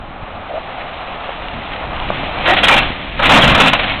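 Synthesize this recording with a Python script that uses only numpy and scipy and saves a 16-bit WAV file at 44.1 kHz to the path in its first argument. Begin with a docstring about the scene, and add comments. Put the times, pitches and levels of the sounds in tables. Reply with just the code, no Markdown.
"""Tyres roar and crunch on a gritty road over a rumbling engine, while wind nudges the microphone.
A pickup truck speeds up, slams into a dirt ramp, flies for a moment and lands nose first.
On the way rubber squeaks, gravel sprays and bumps knock the body. Every blow on the ramp and on
landing booms in the body and rattles panels and loose steel; springs twang and the chassis thumps.
It is all heard through a small camera that loses the high treble and overloads on the blows."""
import sys
import numpy as np
from scipy import signal
from scipy.fft import rfft, irfft, next_fast_len
from scipy.io import wavfile
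from scipy.ndimage import map_coordinates

SR = 44100
rng = np.random.default_rng(int(sys.argv[2]) if len(sys.argv) > 2 else 0)


def pcm_store(signal):
    """Save signal as 16-bit PCM."""
    levels = np.round(np.clip(np.atleast_2d(signal), -1, 1) * 32767)
    wavfile.write(sys.argv[1], SR, levels.astype(np.int16).T)


N = 176400  # 4 seconds


def amp(db):
    """Turn decibels into a number to multiply a sound by."""
    return 10 ** (np.asarray(db) / 20)


def unit(x):
    """Scale a sound so that its average strength (rms) is 1."""
    return x / np.sqrt(np.mean(x ** 2) + 1e-20)


def clock():
    """The time of each sample, in seconds."""
    return np.arange(N) / SR


def fade(t, fade_s):
    """Die away from t = 0, losing 60 dB in the fade time fade_s."""
    return np.exp(-np.log(1000) * np.maximum(t, 0) / fade_s)


def curves(rows):
    """Join rows of (time, values...) with straight lines, giving one curve for each value column."""
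    times, *columns = np.transpose(rows)
    return [np.interp(clock(), times, column) for column in columns]


def wobble(per_s):
    """A smooth curve that passes through per_s random values a second."""
    return map_coordinates(rng.standard_normal(2000), [clock() * per_s], mode="mirror")


def filtered(x, gain_at):
    """Turn each frequency in a sound up or down by gain_at(hz)."""
    size = next_fast_len(N + SR // 2)
    hz = np.fft.rfftfreq(size, 1 / SR)
    return irfft(rfft(x, size) * gain_at(hz), size)[:N]


def coloured(x, colour):
    """Give a sound a tone colour: a list of (frequency [Hz], level [dB]) points."""
    points_hz, db = np.transpose(colour)
    return filtered(x, lambda hz: amp(np.interp(np.log(hz + 1), np.log(points_hz + 1), db)))


def noise(colour):
    """Steady noise of strength 1 with the given tone colour."""
    return unit(coloured(rng.standard_normal(N), colour))


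def contacts(per_s, spread_db):
    """Tiny impacts at random times, each with a random direction and size."""
    hits = rng.random(N) < per_s / SR
    direction = np.sign(rng.standard_normal(N))
    return hits * direction * amp(spread_db * rng.standard_normal(N))


def bursts(rows, fade_s, rise_s=0.004):
    """A loudness curve that rises, holds and fades for each (time, hold, level) row."""
    t = clock()
    power = np.zeros(N)
    for start, hold, db in rows:
        rise = np.clip((t - start) / rise_s, 0, 1)
        power += (amp(db) * rise * fade(t - start - hold, fade_s)) ** 2
    return np.sqrt(power)


def ring(tones):
    """One tap rings (frequency, level, fade time) tones; neighbours swing in opposite directions."""
    t = np.arange(SR // 3) / SR
    return sum((-1) ** k * amp(db) * fade(t, fade_s) * np.sin(2 * np.pi * hz * t)
               for k, (hz, db, fade_s) in enumerate(tones))


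def struck(rows, tones):
    """Tap an object once for each (time, level) row and let its tones ring."""
    taps = np.zeros(N)
    for start, db in rows:
        taps[round(start * SR)] += amp(db)
    return signal.fftconvolve(taps, ring(tones))[:N]


def tyre_roar(level_db):
    """The tread rolls on the road with a roar that flutters slightly."""
    # tone colour of the roar (frequency [Hz], level [dB])
    roar_colour = [(200, -15), (390, -11), (560, -2), (740, 2), (950, -3.5), (1250, -3.5), (1550, -10.5),
                   (2500, -17), (4000, -28.5)]
    return amp(level_db + 0.75 * wobble(per_s=30.16)) * noise(roar_colour)


def grit_crunch(level_db):
    """Thousands of grains crack under the tyres and blur into a crunch."""
    # tone colour of crushed grit (frequency [Hz], level [dB])
    grit_colour = [(500, -37), (1300, 0.5), (1900, 5.5), (2500, 8), (2950, 6), (3500, 3.5), (4000, -4.5)]
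    loudness = amp(level_db + 0.5 * wobble(per_s=40))
    grains = contacts(per_s=5000, spread_db=3.5)
    return loudness * unit(coloured(grains, grit_colour))


def engine_rumble(level_db):
    """The engine fires unevenly, and the exhaust muffles its pulses into a rumble."""
    # tone colour of the exhaust (frequency [Hz], level [dB])
    exhaust_colour = [(25, 1.5), (55, -9.5), (110, -5.5), (160, -3.5), (220, -3.5), (310, -5), (420, -14),
                      (900, -36)]
    firing_hz, scatter_cycles, spread_db = 141.74, 0.4, 2.5
    timing, strength = rng.standard_normal((1000, 2)).T
    cycles = np.arange(len(timing)) + scatter_cycles * timing
    firing_samples = np.abs((cycles / firing_hz * SR).astype(int))
    pulses = np.bincount(firing_samples, amp(spread_db * strength), N)[:N]
    return amp(level_db) * unit(coloured(pulses - pulses.mean(), exhaust_colour))


def driving():
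    """Tyres and engine grow louder towards the ramp, drop in the air and surge on landing."""
    # loudness along the drive (time [s], tyre roar [dB], grit crunch [dB], engine rumble [dB])
    drive_levels = [(0, -35.5, -43.5, -37.5), (.3, -31, -39.5, -42), (.65, -30, -34, -40),
                    (1.2, -28.5, -32, -40), (1.55, -29, -31.5, -39), (1.75, -28.5, -30, -36.5),
                    (1.9, -26.5, -31, -35), (2.22, -26, -24.5, -29), (2.32, -25, -27.5, -32),
                    (2.45, -22.5, -22.5, -30), (2.8, -23, -17, -23.5), (2.96, -31, -28, -33.5),
                    (3.17, -34, -29, -34.5), (3.33, -11, -8.5, -13.5), (3.7, -29, -24.5, -33.5),
                    (3.9, -24.5, -18, -30), (4, -28.5, -24.5, -31)]
    roar_db, grit_db, engine_db = curves(drive_levels)
    return tyre_roar(roar_db) + grit_crunch(grit_db) + engine_rumble(engine_db)


def wind():
    """Air pushes on the microphone in lumpy gusts and a few soft puffs."""
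    # strength of the wind (time [s], level [dB])
    wind_levels = [(0, -33), (.55, -38), (.8, -38), (1.2, -37.5), (1.75, -36), (2.05, -25.5), (2.2, -30.5),
                   (2.65, -30), (2.88, -23), (2.97, -34.5), (3.45, -27.5), (4, -31)]
    # tone colour of the gusts (frequency [Hz], level [dB])
    gust_colour = [(5, -5), (18, 4), (50, 0.5), (100, -6), (250, -25.5), (800, -62)]
    # puffs of air (time [s], hold [s], level [dB])
    puffs = [(.22, 0.013, -30.5), (.345, 0.021, -29), (1.53, 0.066, -28.5), (1.88, 0.022, -30),
             (2.1, 0.028, -24.5)]
    # tone colour of the puffs (frequency [Hz], level [dB])
    puff_colour = [(30, -1), (80, -0.5), (170, -6), (260, -6.5), (500, -31.5)]
    level_db = curves(wind_levels)[0]
    gusts = amp(level_db + 2.1 * wobble(per_s=8.6)) * noise(gust_colour)
    return gusts + bursts(puffs, fade_s=0.1) * noise(puff_colour)


def squeaks():
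    """Surfaces stick and slip in short cries: rubber on the road, then steel scraping in the blows."""
    # rubs (middle time [s], width [s], pitch [Hz], level [dB], roughness [0 is a pure tone])
    rubs = [(.512, 0.01, 665, -22, 0.91), (.553, 0.014, 621, -19, 0.68), (.581, 0.0045, 660, -13.5, .5),
            (2.484, 0.0053, 606, -11.5, 0.85), (2.506, 0.008, 713, -8, 0.73),
            (2.531, 0.0079, 732, -9.5, .5), (2.51, 0.033, 352.4, -19.5, 0.38),
            (2.505, .025, 1904, -15, 0.74), (2.645, 0.006, 3220, -5.5, 0.33),
            (2.73, 0.016, 2371, -10.5, 0.47), (2.755, .035, 819.5, -15.5, .7),
            (3.377, 0.011, 980, -12, 1.1), (3.392, .009, 601, -10, .8), (3.912, 0.0098, 2210, -19.5, 0.2)]
    out = np.zeros(N)
    for middle, width, hz, db, roughness in rubs:
        t = clock() - middle
        swell = np.exp(-0.5 * (t / width) ** 2)
        waver = roughness * (wobble(per_s=260) + 2 * wobble(per_s=70))
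        out += amp(db) * swell * np.sin(2 * np.pi * hz * t + waver)
    return out


def gravel_sprays():
    """Gravel thrown up on the way to the ramp patters in short showers."""
    # showers of gravel (time [s], hold [s], level [dB])
    showers = [(.785, 0.032, -31), (1.715, 0.053, -31)]
    # tone colour of the gravel (frequency [Hz], level [dB])
    gravel_colour = [(900, -19), (1900, 7.5), (3200, -8), (4200, -10)]
    patter = contacts(per_s=1300, spread_db=4)
    return bursts(showers, fade_s=0.089) * unit(coloured(patter, gravel_colour))


def body_knocks():
    """Bumps knock the hollow body, which rings very briefly."""
    # knocks on the body (time [s], level [dB])
    knocks = [(1.2915, -11.5), (1.304, -18), (2.1025, -2), (2.234, -12.5), (3.194, -14)]
    # tones of the hollow body (frequency [Hz], level [dB], fade time [s])
    hollow_tones = [(656, 5, 0.012), (800, 4, 0.0065), (1140, -2.5, 0.012), (1590, -12, 0.0096)]
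    return struck(knocks, hollow_tones)


def stone_ticks():
    """Single stones flicked by the tyres each make one bright tick."""
    # flicks (time [s], level [dB])
    flicks = [(1.485, -12.5), (1.736, -12.5), (2.001, -9.5), (2.09, -12.5), (2.387, -13)]
    tick_hz, boost_db, fade_s = 2880, 1, 0.0041
    return struck(flicks, [(tick_hz, boost_db, fade_s)])


def crashes():
    """Each blow sets off a swarm of tiny impacts in panels and loose steel, over the body's boom."""
    # blows on the ramp, then on landing (time [s], hold [s], panel level [dB], clatter level [dB])
    blows = [(2.453, 0.026, -15.5, -13), (2.484, 0.031, -12.5, -11.5), (2.531, 0.0059, -14.5, -8),
             (2.562, .03, -23.5, -11.5), (2.63, 0.022, -14.5, -4.5), (2.668, .005, -14, -9),
             (2.68, 0.013, -10, -3.5), (2.706, 0.043, -14, -9), (2.762, 0.026, -14.5, -6.5),
             (2.822, 0.003, -16, -16.5), (3.191, 0.01, -13, -21.5), (3.22, 0.038, -12.5, -11.5),
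             (3.254, 0.014, -20, -6.5), (3.292, 0.033, -6, -6.5), (3.334, 0.015, -5, -5),
             (3.36, 0.026, -5, -9.5), (3.421, 0.03, -11.5, -8), (3.471, 0.034, -13.5, -9.5),
             (3.517, 0.016, -12.5, -21), (3.545, 0.0078, -6, -6), (3.573, 0.02, -11, -13.5),
             (3.598, .016, -3.5, -1), (3.631, 0.037, -13, -10.5), (3.669, 0.019, -13.5, -5),
             (3.729, 0.015, -9.5, -8), (3.79, 0.0083, -14.5, -12), (3.831, 0.014, -23.5, -17.5),
             (3.914, 0.011, -26, -22)]
    # tone colour of the shaken panels (frequency [Hz], level [dB])
    panel_colour = [(150, -14.5), (330, -14), (430, -14), (560, -1), (740, -3.5), (950, -3), (1350, -5),
                    (1700, -8.5), (3000, -21)]
    # tone colour of the bright clatter (frequency [Hz], level [dB])
    clatter_colour = [(600, -62.5), (1300, -2.5), (1900, -8.5), (2100, -4.5), (2500, -2.5), (3000, -3.5),
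                      (3500, -3.5), (4000, -12.5)]
    # tones of loose steel (frequency [Hz], level [dB], fade time [s])
    steel_tones = [(780, 0, 0.028), (1434, -4, 0.027), (1923, 3.5, 0.045), (2263, -13.5, 0.045),
                   (2540, -4.5, 0.0091), (2700, -2, 0.14), (3150, -5.5, 0.06)]
    # tone colour of the booming body (frequency [Hz], level [dB])
    boom_colour = [(30, -29), (70, -8.5), (150, -10.5), (220, -6), (290, -13), (400, -21), (800, -29.5)]
    steel_db, boom_db = -12, -19  # compared with the clatter and the panels, in that order
    heavy = [(start, hold, db) for start, hold, db, _ in blows]
    light = [(start, hold, db) for start, hold, _, db in blows]
    panel_hits, clatter_hits, steel_hits = [contacts(per_s=4000, spread_db=1.5) for _ in range(3)]
    panels = bursts(heavy, fade_s=0.097) * unit(coloured(panel_hits, panel_colour))
    shaking = bursts(light, fade_s=0.076)
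    clatter = shaking * unit(coloured(clatter_hits, clatter_colour))
    steel_ring = ring(steel_tones)
    steel = signal.fftconvolve(shaking * unit(steel_hits), steel_ring / np.linalg.norm(steel_ring))[:N]
    boom = bursts(heavy, fade_s=0.25) * noise(boom_colour)
    return panels + clatter + amp(steel_db) * steel + amp(boom_db) * boom


def spring_twangs():
    """High pitches travel through a spring first, so each twang slides down."""
    # twangs (time [s], level [dB], starting pitch [Hz], resting pitch [Hz], fall time [s])
    twangs = [(2.684, -1.5, 3907, 780, .008), (3.42, -5.5, 3456, 2610, 0.015)]
    out = np.zeros(N)
    for start, db, start_hz, rest_hz, fall_s in twangs:
        t = np.maximum(clock() - start, 0)
        cycles = rest_hz * t + (start_hz - rest_hz) * fall_s * (1 - np.exp(-t / fall_s))
        loudness = amp(db) * (t > 0) * fade(t, fade_s=0.19)
        out += loudness * np.sin(2 * np.pi * cycles + 0.9 * wobble(per_s=700))
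    return out


def landing_thumps():
    """The chassis thumps on its suspension, and the rear axle lands with a deeper thud."""
    # chassis thumps (time [s], hold [s], level [dB])
    thumps = [(3.295, 0.092, -16.5), (3.45, .12, -19), (3.6, 0.085, -17.5)]
    # tone colour of the thumps (frequency [Hz], level [dB])
    thump_colour = [(70, -13.5), (160, -3), (220, 2), (290, 0), (420, -23), (900, -42.5)]
    # rear axle thud (time [s], hold [s], level [dB])
    thuds = [(3.435, 0.071, -14)]
    # tone colour of the thud (frequency [Hz], level [dB])
    thud_colour = [(25, -13.5), (55, -1.5), (90, -2.5), (170, -5.5), (300, -31)]
    chassis = bursts(thumps, fade_s=0.29) * noise(thump_colour)
    axle = bursts(thuds, fade_s=0.29) * noise(thud_colour)
    return chassis + axle


def echo(sound, level_db, fade_s):
    """Walls and trees scatter a sound back as a soft, fading tail."""
    t = np.arange(SR // 2) / SR
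    tail = rng.standard_normal(len(t)) * fade(t, fade_s)
    return amp(level_db) * signal.fftconvolve(sound, tail / np.linalg.norm(tail))[:N]


def scene():
    """The truck's short sounds and their faint echo, over the driving noise and the wind."""
    truck = crashes() + landing_thumps() + spring_twangs()
    truck += gravel_sprays() + body_knocks() + stone_ticks() + squeaks()
    mix = truck + echo(truck, level_db=-14, fade_s=0.68) + driving() + wind()
    return mix[None]  # one channel


def squash(x, limit, sharpness):
    """Round off peaks so they stay within the limit; more sharpness makes a harder corner."""
    return x / (1 + np.abs(x / limit) ** sharpness) ** (1 / sharpness)


def record(dry):
    """The camera overloads, dulls the sound, then flattens peaks, splashing treble over the blows."""
    # the camera's steep loss of treble (frequency [Hz], gain [dB])
    camera_colour = [(3700, 1), (4000, 2), (4200, -7.5), (4400, -17.5), (4600, -43), (4900, -100)]
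    top_hz = 15800  # even the splashes stop here
    overloaded = squash(dry[0], limit=0.81, sharpness=4.76)  # the microphone's amplifier
    dulled = coloured(overloaded, camera_colour)
    flattened = squash(dulled, limit=0.73, sharpness=18)
    return filtered(flattened, lambda hz: 0.5 - 0.5 * np.tanh((hz - top_hz) / 100))[None]


dry = scene()
out = record(dry)
pcm_store(out)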